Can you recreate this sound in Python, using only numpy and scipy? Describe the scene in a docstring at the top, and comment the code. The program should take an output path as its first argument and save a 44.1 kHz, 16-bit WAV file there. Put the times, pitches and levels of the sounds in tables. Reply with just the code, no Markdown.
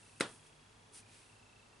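"""A soft swish of hair through a hand, then an elastic hair tie slips off the fingers and snaps on the wrist.
The snap is four quick blows that ring elastic and skin, over a dull push of flesh, in a small quiet room.
More swishes follow, grainy where the strands catch. Beneath: faint electrical chirping from a camera,
once per picture, plus room air, a fan hum and a brief low tone."""
import sys
import numpy as np
from scipy import signal
from scipy.fft import rfft, irfft
from scipy.io import wavfile

SR = 44100
rng = np.random.default_rng(int(sys.argv[2]) if len(sys.argv) > 2 else 0)


def master(y):
    """Save y as 16-bit WAV."""
    cut = np.clip(np.atleast_2d(y).T, -1, 1)
    pcm = np.round(cut * 32767)  # scale
    wavfile.write(sys.argv[1], SR, pcm.astype(np.int16))


N = 79380

# elastic landing (time [s], level [dB], contact time [s], direction [1 strikes, -1 springs away])
BLOWS = [(0.2069, -28, .00015, -1), (0.2082, -21, .00006, 1), (0.2087, -20, .00012, 1),
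         (0.2098, -22, .00003, -1)]
# modes of elastic and skin (frequency [Hz], gain [dB], t60 [s])
RING_MODES = [(232, -21, 0.0089), (427, -25, 0.012), (688, -10.5, 0.018), (1484, -2.5, 0.0089),
              (2080, -17, 0.0065), (2910, -4, 0.0049), (3380, -6.5, 0.0052), (3850, -7, 0.0057),
              (5000, -6.5, 0.0035), (8500, -3.5, 0.0039), (9280, -5, 0.0049)]
# desk and near wall (delay [s], gain [dB])
ECHOES = [(.0046, -5.5), (.0058, -4.5)]
# room decay (frequency [Hz], t60 [s])
ROOM_T60 = [(130, 0.37), (400, 0.26), (1040, 0.25), (2760, 0.25), (7280, 0.2055)]
# hand along hair (peak time [s], rise sigma [s], fall sigma [s], hiss [dB], body [dB])
STROKES = [(0.04, 0.13, 0.27, -66.5, -72), (0.295, 0.039, 0.067, -60.5, -75),
           (0.465, 0.033, 0.027, -68.5, -70), (0.955, 0.016, 0.028, -54.5, -64.5),
           (0.985, 0.016, 0.02, -57, -60.5), (1.16, 0.056, 0.064, -66, -63.5), (1.27, .05, 0.1, -71.5, -76)]
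# course of the chirping (time [s], pitch [Hz], chirp level [dB], tick level [dB])
CHIRP_TRACK = [(0.0, 2700, -61, -66), (0.131, 2636, -61.5, -91), (0.2, 2590, -65, -55),
               (0.289, 3370, -64.5, -60), (0.5, 3270, -68, -60), (0.93, 3374, -69.5, -64.5),
               (0.999, 2470, -64, -68), (1.19, 2415, -66.5, -71), (1.26, 2663, -62.5, -73),
               (1.63, 2632, -61, -80), (1.7, 2690, -69, -72), (1.76, 2690, -64, -66)]
# fan partials (frequency [Hz], rms level [dB])
FAN_PARTIALS = [(102.3, -72.5), (242.2, -82.5), (436.0, -82), (936.7, -83.5)]
# noise spectra (frequency [Hz], relative level [dB])
CRACK_SPECTRUM = [(300, -30), (1000, 2), (2500, 10), (4500, 1.5), (7000, -7), (9000, 0.5), (11500, -20)]
SLIP_SPECTRUM = [(100, 13), (400, -11), (1400, 8.5), (2500, 0), (5000, -8), (7000, -2), (9500, 9),
                 (11500, -26)]
ROOM_SPECTRUM = [(50, -26), (125, -3), (200, -1.5), (310, 2), (620, 3.5), (800, -3.5), (1100, 1), (1520, 0),
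                 (2200, -6.5), (3500, -4), (4300, -8.5), (6300, -14.5), (8000, -13), (9500, -10.5),
                 (11000, -20.5)]
HAIR_HISS_SPECTRUM = [(1000, -35), (3500, -18), (4400, -8.5), (5700, -6.5), (7200, -7), (8400, -0.5),
                      (9500, 0.5), (10200, 0), (11200, -10)]
HAIR_BODY_SPECTRUM = [(300, -33), (1200, -5.5), (2300, 1), (3300, 0), (4500, -2), (6000, -5), (8000, -7),
                      (11000, -8.5)]
AIR_SPECTRUM = [(15, -40), (25, -12), (54, -6), (75, -14), (107, -4), (187, -11.5), (235, -8), (274, -11.5),
                (433, -11.5), (559, -13.5), (954, -12), (2100, -18.5), (2640, -18.5), (2930, -19.5),
                (11000, -27.5), (14300, -63), (22000, -120)]
# stereo likeness of the noises (frequency [Hz], left-right coherence [0..1])
ROOM_COHERENCE = [(60, 0.54), (220, 1), (820, 0.79), (3030, 0.72), (11200, 0.59)]
HAIR_COHERENCE = [(60, 0.95), (340, 0.36), (1960, 0.63), (11200, 0.85)]
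AIR_COHERENCE = [(60, 0.99), (170, 0.88), (490, 0.16), (1380, 0.069), (3940, 0.37), (11200, 0.88)]

TIME_S, BINS_HZ = np.arange(N) / SR, np.fft.rfftfreq(N, 1 / SR)


def snap(crack_rel_db=-9, crack_decay_s=.0014, push_at_s=.2087, push_width_s=.000535):
    """Each blow rings elastic and skin and adds a rough crack; the flesh gives one dull push."""
    t = TIME_S[:2048]
    ring = sum(amp(db - 60 * t / t60_s) * np.sin(2 * np.pi * hz * t) for hz, db, t60_s in RING_MODES)
    force, crack_level = np.zeros(N), np.zeros(N)
    for at_s, db, contact_s, direction in BLOWS:
        pulse = decay(at_s, contact_s)
        force += direction * amp(db) * pulse / (pulse.sum() + 1e-12)
        crack_level += amp(db + crack_rel_db) * decay(at_s, crack_decay_s)
    crack = crack_level * noise(CRACK_SPECTRUM, ROOM_COHERENCE)
    ringing = signal.fftconvolve(force, ring)[:N]
    u = (TIME_S - push_at_s) / push_width_s
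    push = amp(-33.5) * (1 - u ** 2) * bell(u)
    return crack - ringing - push


def slip():
    """The elastic rubs briefly as it leaves the finger."""
    return amp(-38) * decay(at_s=.2007, tau_s=.0053) * noise(SLIP_SPECTRUM, ROOM_COHERENCE)


def room(source, onset_s=.2095, rise_s=.0015):
    """Two bright echoes of the source, plus a noise wash that dies at each band's own rate."""
    hz, t, bands = signal.stft(noise(ROOM_SPECTRUM, ROOM_COHERENCE), SR, nperseg=256)
    fade = amp(-60 * np.maximum(t - onset_s, 0) / lookup(ROOM_T60, hz)[:, None])
    wash = signal.istft(bands * fade, SR, nperseg=256)[1][:, :N]
    wash *= 1 - np.exp(-since(onset_s) / rise_s)
    bright = highpass(source, edge_hz=5900)
    echoes = sum(amp(db) * np.roll(bright, round(delay_s * SR), axis=1) for delay_s, db in ECHOES)
    return amp(-35) * wash + echoes


def hair(grain_db=1.5, grain_s=.0029):
    """Each stroke swells and fades; catching strands make it grainy."""
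    hiss_power, body_power = np.zeros(N), np.zeros(N)
    for peak_s, rise_s, fall_s, hiss_db, body_db in STROKES:
        swell = bell((TIME_S - peak_s) / np.where(TIME_S < peak_s, rise_s, fall_s))
        hiss_power += (amp(hiss_db) * swell) ** 2
        body_power += (amp(body_db) * swell) ** 2
    hiss = np.sqrt(hiss_power) * noise(HAIR_HISS_SPECTRUM, HAIR_COHERENCE)
    body = np.sqrt(body_power) * noise(HAIR_BODY_SPECTRUM, HAIR_COHERENCE)
    grain = amp(grain_db * drift(grain_s))
    return pan((hiss + body) * grain, right_db=.35)


def camera_chirps(rate_hz=30, first_s=.032, width_s=.0041, scatter_hz=30, scatter_db=.5):
    """Camera electronics: per picture, a tick and a tiny chirp that falls onto its pitch."""
    drop_hz, drop_lead_s, drop_s = 1403, .005025, .00053
    tick_hz, tick_lead_s, tick_width_s = 2650, .003, .00073
    out = np.zeros(N)
    track_s, *columns = np.transpose(CHIRP_TRACK)
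    draws = rng.standard_normal((round(N / SR * rate_hz), 4))
    for k, (detune, phase, chirp_jitter, tick_jitter) in enumerate(draws):
        at_s = first_s + k / rate_hz
        pitch_hz, chirp_db, tick_db = (np.interp(at_s, track_s, column) for column in columns)
        near = abs(TIME_S - at_s) < .5 / rate_hz
        t = TIME_S[near] - at_s
        hz = pitch_hz + scatter_hz * detune + drop_hz / (1 + np.exp((t + drop_lead_s) / drop_s))
        chirp_level = amp(chirp_db + scatter_db * chirp_jitter) * bell(t / width_s)
        tick_level = amp(tick_db + scatter_db * tick_jitter) * bell((t + tick_lead_s) / tick_width_s)
        out[near] += chirp_level * np.sin(2 * np.pi * (np.cumsum(hz) / SR + phase))
        out[near] += tick_level * np.sin(2 * np.pi * (tick_hz * t - phase))
    return out


def fan_hum(waver=.21, waver_s=.077):
    """Fan partials, each wavering in level and phase."""
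    hum = np.zeros(N)
    for hz, db in FAN_PARTIALS:
        level = amp(db) * np.sqrt(2) * (1 + waver * drift(waver_s))
        phase_rad = 2 * np.pi * (hz * TIME_S + rng.random()) + waver * drift(waver_s)
        hum += level * np.sin(phase_rad)
    return hum


def low_tone(hz=151, peak_s=.44, width_s=.19, waver_s=.077):
    """A low tone swells briefly after the snap."""
    level = amp(-70) * bell((TIME_S - peak_s) / width_s)
    return level * np.sin(2 * np.pi * hz * TIME_S + drift(waver_s) / 2)


def room_air():
    """Steady, bass-heavy air noise."""
    return amp(-63.5) * noise(AIR_SPECTRUM, AIR_COHERENCE)


def amp(db):
    """Decibels to gain."""
    return 10 ** (np.asarray(db) / 20)


def unit_rms(x):
    """Scales to rms 1."""
    return x / np.sqrt(np.mean(x ** 2) + 1e-20)


def lookup(table, hz):
    """Interpolates on a log-frequency axis."""
    table_hz, values = np.transpose(table)
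    return np.interp(np.log(hz + 1), np.log(table_hz + 1), values)


def drift(scale_s):
    """Smooth random motion, rms 1."""
    return unit_rms(irfft(rfft(rng.standard_normal(N)) * np.exp(-(BINS_HZ * scale_s) ** 2), N))


def noise(spectrum, coherence):
    """Coloured stereo noise, rms 1."""
    mid, side = rfft(rng.standard_normal((2, N)))
    likeness = np.clip(lookup(coherence, BINS_HZ), 0, .995)
    mid, side = mid * np.sqrt(1 + likeness), side * np.sqrt(1 - likeness)
    return unit_rms(irfft(np.array([mid + side, mid - side]) * amp(lookup(spectrum, BINS_HZ)), N))


def since(at_s):
    """Seconds since onset, zero before."""
    return np.maximum(TIME_S - at_s, 0)


def decay(at_s, tau_s):
    """Exponential fall from onset, zero before."""
    return (TIME_S > at_s) * np.exp(-since(at_s) / tau_s)


def bell(u):
    """Gaussian, peak 1, sigma 1."""
    return np.exp(-u ** 2 / 2)


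def highpass(x, edge_hz):
    """Second-order bass cut."""
    return signal.sosfilt(signal.butter(2, edge_hz, "high", fs=SR, output="sos"), x)


def pan(x, right_db):
    """Raises the right, lowers the left equally."""
    return x * amp([[-right_db], [right_db]])


def scene():
    """The snap, slightly right, in its room, over hair and background."""
    tie = highpass(snap() + slip(), edge_hz=138)  # a small source radiates little bass
    tie = pan(tie, right_db=.5)
    return tie + room(tie) + hair() + camera_chirps() + fan_hum() + low_tone() + room_air()


def record(dry):
    """Low-pass at 11.2 kHz."""
    taps = signal.firwin(401, 11200, window=("kaiser", 7), fs=SR)
    return signal.oaconvolve(dry, taps[None], "same")


dry = scene()
out = record(dry)
master(out)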